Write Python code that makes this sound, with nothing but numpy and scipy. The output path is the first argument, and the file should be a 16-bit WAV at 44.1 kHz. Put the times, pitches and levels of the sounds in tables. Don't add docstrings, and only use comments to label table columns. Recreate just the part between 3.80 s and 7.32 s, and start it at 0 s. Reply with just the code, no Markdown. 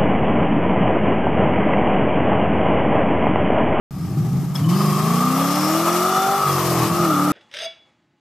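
import sys
import numpy as np
from scipy import signal
from scipy.fft import rfft, irfft, next_fast_len
from scipy.io import wavfile
from scipy.ndimage import uniform_filter1d

SR = 44100
rng = np.random.default_rng(int(sys.argv[2]) if len(sys.argv) > 2 else 0)


def bounce(signal):
    frames = np.transpose(np.atleast_2d(signal))
    limited = np.clip(frames, -1, 1)
    pcm = np.round(limited * 32767).astype(np.int16)
    wavfile.write(sys.argv[1], SR, pcm)


def boost_factor(decibels):
    exponent = np.asarray(decibels, float) / 20
    return 10 ** exponent


N = 155232

# time [s], slide hiss level [dB], squeal pitch [Hz], squeal level [dB].
TYRE_SLIDE = [(.11, -49, 1161, -45.5), (.5, -44.5, 1160, -39), (.742, -46, 1186, -62),
              (.75, -36, 1238, -44), (.77, -36.5, 1247, -41), (.785, -38.5, 1170, -42),
              (.882, -42.5, 1100, -29), (.892, -34.5, 1119, -37), (1.04, -32.5, 1145, -31),
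              (1.62, -29.5, 1205, -21.5), (2.2, -27.5, 1257, -31), (2.44, -29, 1287, -18),
              (2.66, -29.5, 1232, -24), (2.8, -27, 1130, -30), (3.07, -28.5, 1084, -18),
              (3.11, -31, 1150, -20.5), (3.2, -30.5, 1240, -17.5), (3.52, -31.5, 1268, -20)]


def unit(x):
    return x / np.sqrt(np.mean(x ** 2) + 1e-20)


def along(points, hz):
    f, v = np.transpose(points)
    return np.interp(np.log(hz + 1), np.log(f + 1), v)


def curves(rows):
    s, *cols = np.transpose(rows)
    return [np.interp(np.arange(N) / SR, s, c) for c in cols]


def wobble(rate):
    knots = rng.standard_normal(400)
    return np.interp(np.arange(N) * rate / SR, np.arange(len(knots)), knots)


def filtered(x, response):
    m = next_fast_len(N + SR // 2)
    spectrum = rfft(x, m) * response(np.fft.rfftfreq(m, 1 / SR))
    return irfft(spectrum, m)[..., :N]


def resonances(peaks):
    return lambda f: sum(boost_factor(db) * 1j * f * w / (c * c - f * f + 1j * f * w) for c, w, db in peaks)


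def engine(rasp_hz):
    # time [s], firing rate [Hz], exhaust level [dB], throttle lifted [0-1], roughness [0-1], rasp [dB].
    engine_run = [(.11, 65.44, -22, 0, 0.09, -58.5), (.33, 102.8, -14.5, 1, 0.1, -48),
                  (.56, 135.9, -16, 0.68, 0.11, -34), (.76, 139.7, -23, 1, 0.2, -32),
                  (.8, 142, -16, 0.3, 0, -47), (.97, 197.6, -18, 0.06, 0.06, -32.5),
                  (1.06, 203, -19, 0, 0, -28), (1.15, 197, -20, 0.04, .03, -29),
                  (1.34, 232.3, -18.5, 0.04, 0.04, -28), (2.27, 369.7, -20.5, 0.03, 0.02, -21),
                  (2.55, 395.9, -23.5, 0.06, 0.05, -21.5), (2.645, 397.9, -24.5, 0.83, 0.1, -24.5),
                  (2.675, 379.6, -21.5, 0.99, 0.05, -21.5), (3.05, 325.3, -17, 1, 0.14, -37),
                  (3.12, 337, -16, 0.46, 0.77, -31), (3.22, 352.3, -17, 0.3, 0.07, -21.5),
                  (3.35, 289.4, -17.5, 0.32, 0, -25), (3.52, 298, -18, 0.19, 0.01, -21)]
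    # order, level when pulling [dB], level with the throttle lifted [dB].
    cycle_orders = [(2, -18, -2.5), (3, -19.5, 1.5), (4, -10.5, -10.5), (5, -5.5, -13.5), (6, -1.5, -22),
                    (7, -12, -9), (8, 2, -1), (9, -17, -8), (10, -16.5, -7), (11, -15, -6.5),
                    (12, -31, -17), (13, -22, -16.5), (14, -9, -19.5), (15, -8.5, -18.5), (16, -8, -22)]
    # centre [Hz], width [Hz], level [dB].
    pipe_modes = [(168.8, 37, 0.5), (296, 190, -9), (635.5, 42, -7), (778.7, 31, 7.5)]
    high_order_db, high_scatter_db, third_harmonic_db = -31, 1.5, 6
    order_wobble_db, rasp_wobble_db = 1.1, 4.5
    sixth_sag_db_per_hz = 0.1007
    pipe_low_hz, rasp_width_hz = 80.4, 117

    firing, level_db, lifted, rough, rasp_db = curves(engine_run)
    firing = uniform_filter1d(firing, size=1800, mode="nearest")
    lifted, rough = np.clip(lifted, 0, 1), np.clip(rough, 0, 1)
    cycle = 2 * np.pi * np.cumsum(firing / 8) / SR + .018 * wobble(25)

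    def tone(k, db, sway_db):
        return boost_factor(db + sway_db * wobble(11)) * np.sin(k * cycle + 7 * rng.random())

    exhaust = 0
    for k, pull, lift in cycle_orders:
        db = pull + (lift - pull) * lifted
        if k == 6:
            db = db - sixth_sag_db_per_hz * (firing - 230)
        exhaust = exhaust + tone(k, db, order_wobble_db)
    for k in range(17, 30):
        db = high_order_db + high_scatter_db * rng.normal() + third_harmonic_db * (k % 8 == 0)
        exhaust = exhaust + tone(k, db, rasp_wobble_db)

    rasp = 0
    for k in range(20, 56):
        detune = (k * firing / 8 - rasp_hz) / rasp_width_hz
        rasp = rasp + tone(k, rasp_db - 6, rasp_wobble_db) / (1 + detune ** 4)

    puffs = unit(rng.standard_normal(N) * np.exp(1.5 * np.cos(8 * cycle)) * boost_factor(4 * wobble(40)))
    puffs = 22 * filtered(puffs, lambda f: 1 / (1 + 1j * f / 190) ** 3)
    blend = np.sqrt(1 - rough) * exhaust + np.sqrt(rough) * puffs

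    def pipe(f):
        return resonances(pipe_modes)(f) / (1 - 1j * pipe_low_hz / (f + 1)) ** 3

    return filtered(boost_factor(level_db + 6) * blend, pipe) + rasp


def rush(gain, patchy_db):
    # frequency [Hz], likeness [0-1].
    likeness = [(300, 1), (1200, 0.94), (2500, 0.88), (5000, 0.39), (13000, 0.56)]
    z = signal.stft(rng.standard_normal((2, N)), nperseg=512)[2]
    patches = uniform_filter1d(rng.standard_normal(z.shape[1:]), 8, 0)
    patches = uniform_filter1d(patches, 8, 1)
    pair = signal.istft(z * boost_factor(patchy_db * unit(patches)), nperseg=512)[1][:, :N]

    def spread(hz):
        angle = np.arccos(np.clip(along(likeness, hz), -1, 1)) / 2
        return gain(hz) * [np.cos(angle), np.sin(angle)]

    mid, side = filtered(pair, spread)
    return unit(np.array([mid + side, mid - side]))


def tyres():
    # frequency [Hz], density [dB per Hz].
    scrub_spectrum = [(90, -51), (420, -9.5), (700, -1.5), (1000, -5.5), (1250, 0.5), (1450, -12),
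                      (2200, -16.5), (3500, -27)]
    # frequency [Hz], density [dB per Hz].
    hiss_spectrum = [(880, -76), (1500, -8), (2130, -7.5), (3410, -9), (4160, -8.5), (5360, -6.5),
                     (10300, -12.5), (13400, -8.5), (14300, -10.5)]
    # multiple of squeal pitch, width [Hz], level over hiss [dB], fade [dB per s].
    tread_whistles = [
        (2.31, 45, -24, -1),
        (2.76, 60, -17, 1),
        (4.36, 260, -5, 5.5),
    ]
    # centre time [s], half length [s], pitch [Hz], level [dB].
    tread_bites = [
        (0.758, 0.006, 5220, -29),
        (0.761, 0.0071, 3350, -31.5),
        (0.852, 0.011, 3000, -38.5),
        (0.896, 0.0084, 3000, -36),
        (0.942, 0.016, 3000, -33),
        (1.007, 0.034, 3050, -45),
    ]
    squeal_width_hz, squeal_trim_db, scrub_trim_db = 44, -9.5, 2.5
    partner_ratio, partner_db = 1.08, -3.5
    whistle_grows = .5

    t = np.arange(N) / SR
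    hiss_db, squeal_hz, squeal_db = curves(TYRE_SLIDE)
    turn = 2 * np.pi * np.cumsum(squeal_hz) / SR

    def narrow(hz):
        return unit(filtered(rng.standard_normal(N), lambda f: 1 / (1 + (f / hz) ** 2)))

    def band(ratio, hz):
        return narrow(hz) * np.cos(ratio * turn) + narrow(hz) * np.sin(ratio * turn)

    pair = band(1, squeal_width_hz) + boost_factor(partner_db) * band(partner_ratio, squeal_width_hz)
    squeal = boost_factor(squeal_db + squeal_trim_db + 0.5 * wobble(29.96)) * pair

    slip_db = hiss_db + whistle_grows * (hiss_db + 33)
    whistles = 0
    for ratio, hz, db, fade in tread_whistles:
        whistle_db = slip_db + db - fade * t + 3.75 * wobble(8.06)
        whistles = whistles + boost_factor(whistle_db) * band(ratio, hz)

    chirps = 0
    for s, half, hz, db in tread_bites:
        chirps = chirps + boost_factor(db) * np.exp(-((t - s) / half) ** 4) * np.sin(2 * np.pi * hz * t)
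    chirps = chirps * (0.79 + .5 * narrow(150))

    scrub = rush(lambda f: boost_factor(along(scrub_spectrum, f)), patchy_db=0.5)
    scrub = boost_factor(hiss_db + scrub_trim_db + 2.04 * wobble(55)) * scrub
    hiss = rush(lambda f: boost_factor(along(hiss_spectrum, f)), patchy_db=1.0)
    hiss = boost_factor(hiss_db + 0.49 * wobble(22.62) + 1.2 * wobble(100)) * hiss
    return squeal + whistles + chirps, scrub + hiss


def woods(x):
    t60_s, gap_s = 0.61, .012
    t = np.arange(SR // 2) / SR
    tail = rng.standard_normal((2, len(t))) * boost_factor(-60 * t / t60_s) * (t > gap_s)
    return signal.fftconvolve(x[None], tail / np.linalg.norm(tail[0]), axes=1)[:, :N]


def scene():
    woods_db = -17
    squeal, slide = tyres()
    squeal_hz = curves(TYRE_SLIDE)[1]
    car = engine(squeal_hz) + squeal
    return car + boost_factor(woods_db) * woods(car) + slide


def band_limit(x):
    return signal.sosfilt(signal.butter(12, 15340, fs=SR, output="sos"), x)


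def record(dry):
    # frequency [Hz], left over right [dB].
    port_balance = [(150, 0.44), (1200, 1.26), (4000, 4.5), (8000, 5.5), (13000, 7)]
    start_s, low_hz, top_hz = .108, 45, 14260

    def ports(hz):
        balance = boost_factor(along(port_balance, hz) * [[.5], [-.5]])
        return balance * (hz < top_hz) * hz ** 2 / (hz ** 2 + low_hz ** 2)

    heard = filtered(dry, ports) * (np.arange(N) > start_s * SR)
    return band_limit(heard)


dry = scene()
out = record(dry)
bounce(out)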